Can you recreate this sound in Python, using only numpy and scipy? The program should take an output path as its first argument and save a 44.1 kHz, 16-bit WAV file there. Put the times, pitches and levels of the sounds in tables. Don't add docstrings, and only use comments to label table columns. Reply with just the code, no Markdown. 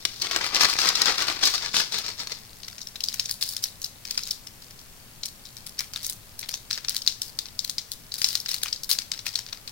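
import sys
import numpy as np
from scipy import signal
from scipy.fft import rfft, irfft
from scipy.io import wavfile
from scipy.ndimage import uniform_filter1d

SR = 44100
rng = np.random.default_rng(int(sys.argv[2]) if len(sys.argv) > 2 else 0)


def wrap_up_sound(samples):
    columns = np.atleast_2d(samples).T
    tamed = np.clip(columns, -1, 1)
    steps = np.round(tamed * 32767).astype(np.int16)
    wavfile.write(sys.argv[1], SR, steps)


N = 428211
TIME = np.arange(N) / SR


def undb(db):
    return 10 ** (np.asarray(db) / 20)


def unit(x):
    return x / np.sqrt(np.mean(x ** 2))


def colour(points, hz):
    point_hz, point_db = np.transpose(points)
    return np.interp(np.log(hz + 1), np.log(point_hz), point_db)


def shaped(x, points):
    size = x.shape[-1]
    gain = undb(colour(points, np.fft.rfftfreq(size, 1 / SR)))
    return irfft(rfft(x) * gain, size)


def resonance(x, centre_hz, width_hz):
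    hz = np.fft.rfftfreq(N, 1 / SR)
    return irfft(rfft(x) / (1 + ((hz - centre_hz) / width_hz) ** 2), N)


# frequency in Hz, level in dB.
ROOM_COLOUR = [(25, 2.5), (70, -6.5), (105, -0.5), (160, -6.5), (220, -7), (300, -13), (1000, -15),
               (13000, -18)]


def background(rumble_hz=150, level_db=-47.5, left_db=1.5, fan_hz=4370):
    noise = rng.standard_normal((4, N))
    rumble = shaped(noise[2], [(rumble_hz, 0), (900, -5), (3000, -20)])
    hiss = shaped(noise[:2], [(40, -6), (rumble_hz, -3), (2500, 0)])
    air = unit(shaped(rumble + hiss, ROOM_COLOUR))
    air = air * undb([[left_db], [-left_db]])
    whistle = undb(-19) * unit(resonance(noise[3], fan_hz, 130))
    return undb(level_db) * (air + whistle * np.array([[1], [.5]]))


# frequency
# in Hz, share that differs between the microphones in dB.
STEREO_SPREAD = [(700, -4.5), (2600, -3.5)]


def echoes(x, early_db, late_db, early_s, t60_s, count=24):
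    t = np.arange(SR // 2) / SR
    out, step = np.zeros((2, N + len(t))), N // count + 1
    for start in range(0, N, step):
        noise = rng.standard_normal((2, 2, len(t)))
        early = noise[0] ** 3 * (t > .002) * np.exp(-t / early_s)
        late = noise[1] * (t > early_s) * undb(-60 * t / t60_s)
        both = undb(early_db) * unit(early) + undb(late_db) * unit(late)
        mid, side = both / np.sqrt(2 * len(t))
        response = mid + shaped(side, STEREO_SPREAD) * np.array([[1], [-1]])
        echo = signal.fftconvolve(x[:, start:start + step], response, axes=1)
        out[:, start:start + echo.shape[1]] += echo
    return out[:, :N]


SNAP_SIZE = 1024


def causal(db):
    cepstrum = irfft(np.log(undb(db)))
    cepstrum[..., 1:SNAP_SIZE // 2] *= 2
    cepstrum[..., SNAP_SIZE // 2 + 1:] = 0
    return np.exp(rfft(cepstrum))


# frequency in Hz, left minus right in dB.
MIC_BALANCE = [(100, 1), (1200, 9), (4200, 10), (5500, 5), (8000, 0.5), (15000, 6.5)]


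def snaps(times, size, facet_hz, flex_db, edge_db, pan_db, film, flutter_s, flutter, lag_s, ring_db,
          ring_width_hz=380, aim_s=.00004):
    hz, t = np.fft.rfftfreq(SNAP_SIZE, 1 / SR), np.arange(SNAP_SIZE) / SR
    aim, bend = rng.standard_normal((len(times), 2)).T
    bend_hz = facet_hz * 0.24 * 1.69 ** bend
    ring = 1 / (1 + ((hz - facet_hz[:, None]) / ring_width_hz) ** 2)
    bending = 1 / (1 + ((hz - bend_hz[:, None]) / ring_width_hz) ** 2)

    depth_db = ring_db * (size[:, None] / size.max()) ** 0.09
    db = colour(film, hz) + depth_db * (ring + bending / 2)
    db = db + flex_db[:, None] * colour([(2400, 0.88), (3800, 0.12)], hz)
    db = db + edge_db[:, None] * colour([(6000, 0.059), (10000, 0.95)], hz)

    chance = rng.standard_normal((len(times), 3, SNAP_SIZE))
    stereo_noise = chance[:, :1] + shaped(chance[:, 1:], STEREO_SPREAD)
    push = flutter * stereo_noise * np.exp(-(t / flutter_s - 1) ** 2)
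    push[:, :, 0] += 1

    near = colour(MIC_BALANCE, hz) / 2
    heard = rfft(push) * causal(db - near)[:, None] * np.array([causal(near), causal(-near)])
    delay_s = np.abs(lag_s + aim_s * aim)[:, None]
    heard[:, 1] *= undb(-pan_db)[:, None] * np.exp(-2j * np.pi * hz * delay_s)
    waves = irfft(heard)
    waves *= (size / np.sqrt((waves ** 2).sum(2).mean(1)))[:, None, None]

    out = np.zeros((2, N + SNAP_SIZE))
    for start, wave in zip(np.clip(times * SR, 0, N - 1).astype(int), waves):
        out[:, start:start + SNAP_SIZE] += wave
    return out[:, :N]


def shower(level, count, spread_db, scatter_db=1.0, drift_db=3.0):
    busy = np.cumsum(np.sqrt(level))
    when, size = rng.random((count, 2)).T
    at = np.searchsorted(busy, busy[-1] * (np.arange(count) + when) / count).clip(0, N - 1)
    size = undb(-spread_db * np.log(.02 + size))
    power = uniform_filter1d(np.bincount(at, size ** 2, N), size=SR // 25)
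    size = size * level[at] / np.sqrt(power[at])
    own, fold = rng.standard_normal((2, 2, count))
    flex_db, edge_db = scatter_db * own + drift_db * unit(uniform_filter1d(fold, size=25))
    return at / SR, size, flex_db, edge_db


def effort(strokes, attack_s, release_s):
    power = np.zeros(N)
    for start, length, db in strokes:
        swell = np.maximum(start - TIME, 0) / attack_s
        decay = np.maximum(TIME - start - length, 0) / release_s
        power += (undb(db) * np.exp(-np.minimum(swell + decay, 20))) ** 2
    return np.sqrt(power)


FACET_SPREAD_HZ = 640


def facets(ring_hz, count):
    return ring_hz + FACET_SPREAD_HZ * rng.standard_normal(count)


SNAP_RISE_S, CREST_DB, SNAP_WINDOW_S = .0006, 10.5, .004


def strength(peak_db):
    return undb(peak_db - CREST_DB) * np.sqrt(SNAP_WINDOW_S * SR)


# time in seconds, nominal peak in dB, flex (body below about 3 kHz) in dB before weighting.
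BAG_CRACKS = [(0.051, -4, 0), (0.219, -9.5, -28), (0.311, -10.5, -0.5), (0.361, -5.5, -0.5),
              (0.546, -7, -25), (0.556, -6.5, -22), (0.608, -3.5, 1), (0.646, -3.5, -6), (0.652, -4.5, 4),
              (0.754, -18.5, 23), (0.787, -8.5, -3), (0.873, -16, -12), (0.888, -2, -24),
              (0.953, -7.5, -13), (1.017, -1.5, -22), (1.057, -6, -4), (1.18, -11, -17), (1.283, -26, -5),
              (1.43, -12.5, 6), (1.742, -11, 16), (2.271, -17, -2)]
# start in seconds, length in seconds, level in dB.
BAG_SQUEEZES = [(.215, .04, -28.5), (.32, .05, -28.5), (.415, .045, -27.5), (.545, .025, -23),
                (.608, .025, -17.5), (.69, .03, -24), (.79, .1, -23), (.955, .08, -27), (1.065, .035, -21),
                (1.19, .035, -25), (1.28, .02, -25), (1.43, 0.041, -18.5), (1.54, .015, -24),
                (1.62, .04, -30), (1.75, .05, -20.5), (1.925, .06, -27.5), (2.045, .05, -31.5),
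                (2.193, .012, -30.5), (2.308, .012, -32)]
# time in seconds, flex added to every crease in dB before weighting.
BAG_HOLLOW = [(0, -1), (.45, 11.5), (.9, 8), (1.3, 10.5), (1.45, 3.5), (2.4, 9)]
# frequency in Hz, level in dB.
BAG_COLOUR = [(60, -17.5), (350, -6), (600, -7.5), (1100, -4.5), (3000, 2), (4200, 10), (5450, 10),
              (7500, -3), (11000, -11.5)]
SQUEEZE_ATTACK_S, SQUEEZE_RELEASE_S = .01, .028
STIR_DB, STIR_PEAK_S, STIR_WIDTH_S, BAG_END_S = -33.5, 0.96, .8, 2.5
BAG_RING_HZ = 4250
CAVITY_HZ, CAVITY_WIDTH_HZ, CAVITY_DB = 1170, 230, -1


def bag(flutter_s=0.0015, flutter=0.16, lag_s=.0001, brighten=0.17, ring_db=8.0):
    search = np.exp(-((TIME - STIR_PEAK_S) / STIR_WIDTH_S) ** 2)
    squeeze = effort(BAG_SQUEEZES, SQUEEZE_ATTACK_S, SQUEEZE_RELEASE_S)
    press = np.hypot(squeeze, undb(STIR_DB) * search)
    rustle = shower(press * (TIME < BAG_END_S), count=1300, spread_db=4.1)

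    crack_s, peak_db, crack_flex = np.transpose(BAG_CRACKS)
    cracks = crack_s + SNAP_RISE_S, strength(peak_db), crack_flex, np.zeros(len(crack_s))

    s, size, flex_db, edge_db = np.hstack([rustle, cracks])
    flex_db = flex_db + np.interp(s, *np.transpose(BAG_HOLLOW))
    edge_db = edge_db + brighten * 20 * np.log10(size / size.std() / 2)
    sheet = snaps(s, size, facets(BAG_RING_HZ, len(s)), flex_db, edge_db, np.zeros(len(s)),
                  BAG_COLOUR, flutter_s, flutter, lag_s, ring_db)
    cavity = resonance(sheet, CAVITY_HZ, CAVITY_WIDTH_HZ)
    sheet = sheet + undb(CAVITY_DB) * search * cavity
    return sheet + echoes(sheet, early_db=-6, late_db=-9, early_s=0.0046, t60_s=0.42)


# time in seconds, nominal peak in dB, ring of the facet in Hz, flex (body below about 3 kHz)
# in dB before weighting, edge (crispness above about 8 kHz) in dB before weighting.
WRAPPER_SNAPS = [(2.633, -24, 4400, -4, -17), (2.682, -21.5, 4960, 9, 2), (2.781, -25, 5340.0, 8, -3),
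                 (2.816, -20.5, 5460, -20, -1), (2.871, -21, 5330, 0, 5), (2.958, -22, 3950, 7, 0),
                 (3.006, -17, 3980, 1, 1), (3.038, -8.5, 5050, -16, 2), (3.085, -10, 4760, -6, 1),
                 (3.141, -14.5, 5900, 9, 17.0), (3.196, -6, 4970, -3.0, 0), (3.257, -15, 6250, -6, 1),
                 (3.294, -16, 4940, 5, 4), (3.311, -8.5, 4600, -7, 14), (3.425, -7.5, 4700, 1, 0),
                 (3.49, -15.5, 5430, -21, 15), (3.566, -12, 5070, 0, 6), (3.639, -7.5, 5600, -7, 7),
                 (3.817, -21, 5600, -16, 10), (3.843, -12, 5060, -10, 6), (4.052, -20, 5200, 8, 7),
                 (4.109, -11, 4660, 0.5, 7), (4.177, -7, 5170, 5, 1), (4.234, -17.5, 5700, -41, 1),
                 (4.273, -19, 5300, 3, 12.0), (4.309, -9, 5170.0, -12, 7), (4.471, -25, 5340, 3, 3),
                 (4.621, -33, 4500, -4, 6), (4.708, -34, 4900, 6, 11), (4.792, -33, 4500, -7, -6),
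                 (5.234, -15, 4400, -3, -3), (5.257, -14.5, 5300, -4, 12), (5.455, -29, 5000, -8, 3),
                 (5.567, -27, 5100, 6, 9), (5.666, -20.5, 4960, 6, 17.5), (5.791, -9.5, 5400, -2, 7),
                 (5.806, -14, 4800, 13, 13.5), (5.935, -19.5, 5070, 2, 3), (5.96, -13.5, 3760, 8.5, 6.5),
                 (6.046, -16.5, 6100, -1, 2), (6.065, -11.5, 6040, -5, 19), (6.097, -11.5, 5070, 2, 21),
                 (6.392, -16.5, 5700, 0, 17), (6.429, -21.5, 4160, 13, -14), (6.491, -14, 4470, 9, 12),
                 (6.54, -11.5, 5530, -1, 0), (6.71, -10.5, 4070, 5, 4), (6.729, -10.5, 4970, -2, -10),
                 (6.776, -17, 5100, 17, 0), (6.847, -18.5, 4300, 9, -2), (6.884, -9, 5100, 4, -8),
                 (6.894, -9, 4670, -11, 12), (6.946, -17.5, 4730, 8, 14), (6.965, -8.5, 4660, -6, 6),
                 (7.019, -20, 4610.0, -10, 2), (7.075, 0, 3980, -8, -5), (7.218, -10, 5380, -11, 8),
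                 (7.389, -10, 4740, -4, 4.5), (7.456, -24.5, 4270, 4, -9), (7.591, -9, 5170, -16, -1),
                 (7.647, -13.5, 4250, -5, 9), (7.696, -10, 4300, -6, 8), (7.782, -9.5, 4860, -4, -2),
                 (7.917, -14, 4600, -10, 12), (8.12, -19, 4310.0, -8, -6.0), (8.14, -14, 4600, -3, 9),
                 (8.217, -8.5, 4700, 4, 1), (8.243, -1, 5100, -2.5, -1), (8.287, -11, 5100, 2, 10),
                 (8.353, -5, 4530, 2, 4.5), (8.401, -16.5, 5400, -18, 12), (8.46, -15, 5000, 5, -6),
                 (8.49, -12.5, 3970, 1, 9), (8.515, -13, 5270, 3, 7), (8.542, -9.5, 4500, 2, 10.5),
                 (8.633, -7, 3600, 4, 12.5), (8.659, -18, 2870, 18.5, 3), (8.683, -19.5, 4570, -8, 0),
                 (8.728, -8.5, 4700, -6, -6), (8.834, -14.5, 5660, -14, 15), (8.913, -2.5, 4420, -4, 6.5),
                 (8.987, -8, 4540, 5, 2), (9.117, -9.5, 4580, -0.5, -1.5), (9.191, -20.5, 4770, 3, 0),
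                 (9.266, -12, 2720, 4.5, 5), (9.356, -7, 4030, -6.5, 1), (9.39, -16, 5200, 5, 5),
                 (9.464, -24, 4770, 6, -7), (9.528, -16.5, 4170, 11, 0), (9.676, -20, 4480, 7, 4)]
# start in seconds, length in seconds, level in dB.
WRAPPER_TWISTS = [(2.38, .4, -52), (3.04, .28, -44), (3.42, .12, -39), (3.635, .03, -37.5),
                  (4.07, .27, -43), (5.782, .03, -38), (5.955, .14, -42), (6.49, .07, -40.5),
                  (6.7, .07, -38.5), (6.885, .1, -41), (7.064, .03, -34), (8.14, .06, -46),
                  (8.22, .14, -36), (8.485, .055, -33.5), (8.615, .06, -38.5), (8.9, .035, -31),
                  (9.12, .06, -43.5), (9.26, .028, -33.5), (9.33, .06, -40)]
# start in seconds, length in seconds, level in dB.
WRAPPER_RIPS = [(3.409, .03, -30.5), (3.46, .08, -37.5), (3.624, 0.029, -33), (6.029, .04, -36.5),
                (7.228, .075, -43), (8.18, .15, -35.5), (8.891, .042, -24.5)]
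# time in seconds, extra left minus right in dB.
WRAPPER_LIFT = [(6.2, -.5), (6.8, 0.5)]
# frequency in Hz, level in dB.
WRAPPER_COLOUR = [(800, -25), (1600, -13.5), (2900, -8.5), (4000, 0), (5600, -0.5), (8000, -12),
                  (12000, -17.5), (15500, -15.5)]
TWIST_ATTACK_S, TWIST_RELEASE_S = .005, 0.017
HELD_DB = -60


def wrapper(flutter_s=0.00082, flutter=0.17, lag_s=.00006, ring_db=13, settle_s=.012, settle_db=-16.5,
            lead_s=.003, count=7):
    def sound(creases, flutter, ring_db):
        pan_db = np.interp(creases[0], *np.transpose(WRAPPER_LIFT))
        return snaps(*creases, pan_db, WRAPPER_COLOUR, flutter_s, flutter, lag_s, ring_db)

    snap_s, peak_db, ring_hz, flex, edge = np.transpose(WRAPPER_SNAPS)
    loud = snap_s + SNAP_RISE_S, strength(peak_db), ring_hz, flex, edge

    s, near_db, facet_hz, flex_db, edge_db = np.repeat(np.transpose(WRAPPER_SNAPS), count, axis=1)
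    delay, weaker = rng.exponential(size=(len(s), 2)).T
    near_db = near_db / 2 - 6 * weaker + settle_db
    settle_times = s - lead_s + settle_s * delay
    settling = settle_times, strength(near_db), facets(facet_hz, len(s)), flex_db, edge_db

    twist = effort(WRAPPER_TWISTS, TWIST_ATTACK_S, TWIST_RELEASE_S)
    grip = np.hypot(twist, undb(HELD_DB) * (TIME > BAG_END_S))
    s, size, flex_db, edge_db = shower(grip, count=650, spread_db=4.0)
    flex_db = flex_db + np.interp(s, snap_s, flex) / 2 + 5.5
    crinkle = s, size, facets(ring_hz.mean(), len(s)), flex_db, edge_db + edge.mean()

    pull = np.zeros(N)
    for start, length, rip_db in WRAPPER_RIPS:
        pull += undb(rip_db) * (TIME > start) * (TIME < start + length)
    s, size, flex_db, edge_db = shower(pull, count=220, spread_db=3.5)
    rips = s, size, facets(ring_hz.mean(), len(s)), flex_db, edge_db + 17.0

    small = sound(np.hstack([settling, crinkle, rips]), flutter, ring_db)
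    all_sides = small + sound(loud, 0, 0)
    room = echoes(all_sides, early_db=-10, late_db=-9.5, early_s=0.0045, t60_s=0.3)
    return sound(loud, flutter, ring_db) + small + room


def scene():
    return background() + bag() + wrapper()


TOP_HZ = 16000


def record(dry):
    low_pass = signal.ellip(10, .2, 70, TOP_HZ, fs=SR, output="sos")
    return signal.sosfilt(low_pass, np.clip(dry, -1, 1))


dry = scene()
out = record(dry)
wrap_up_sound(out)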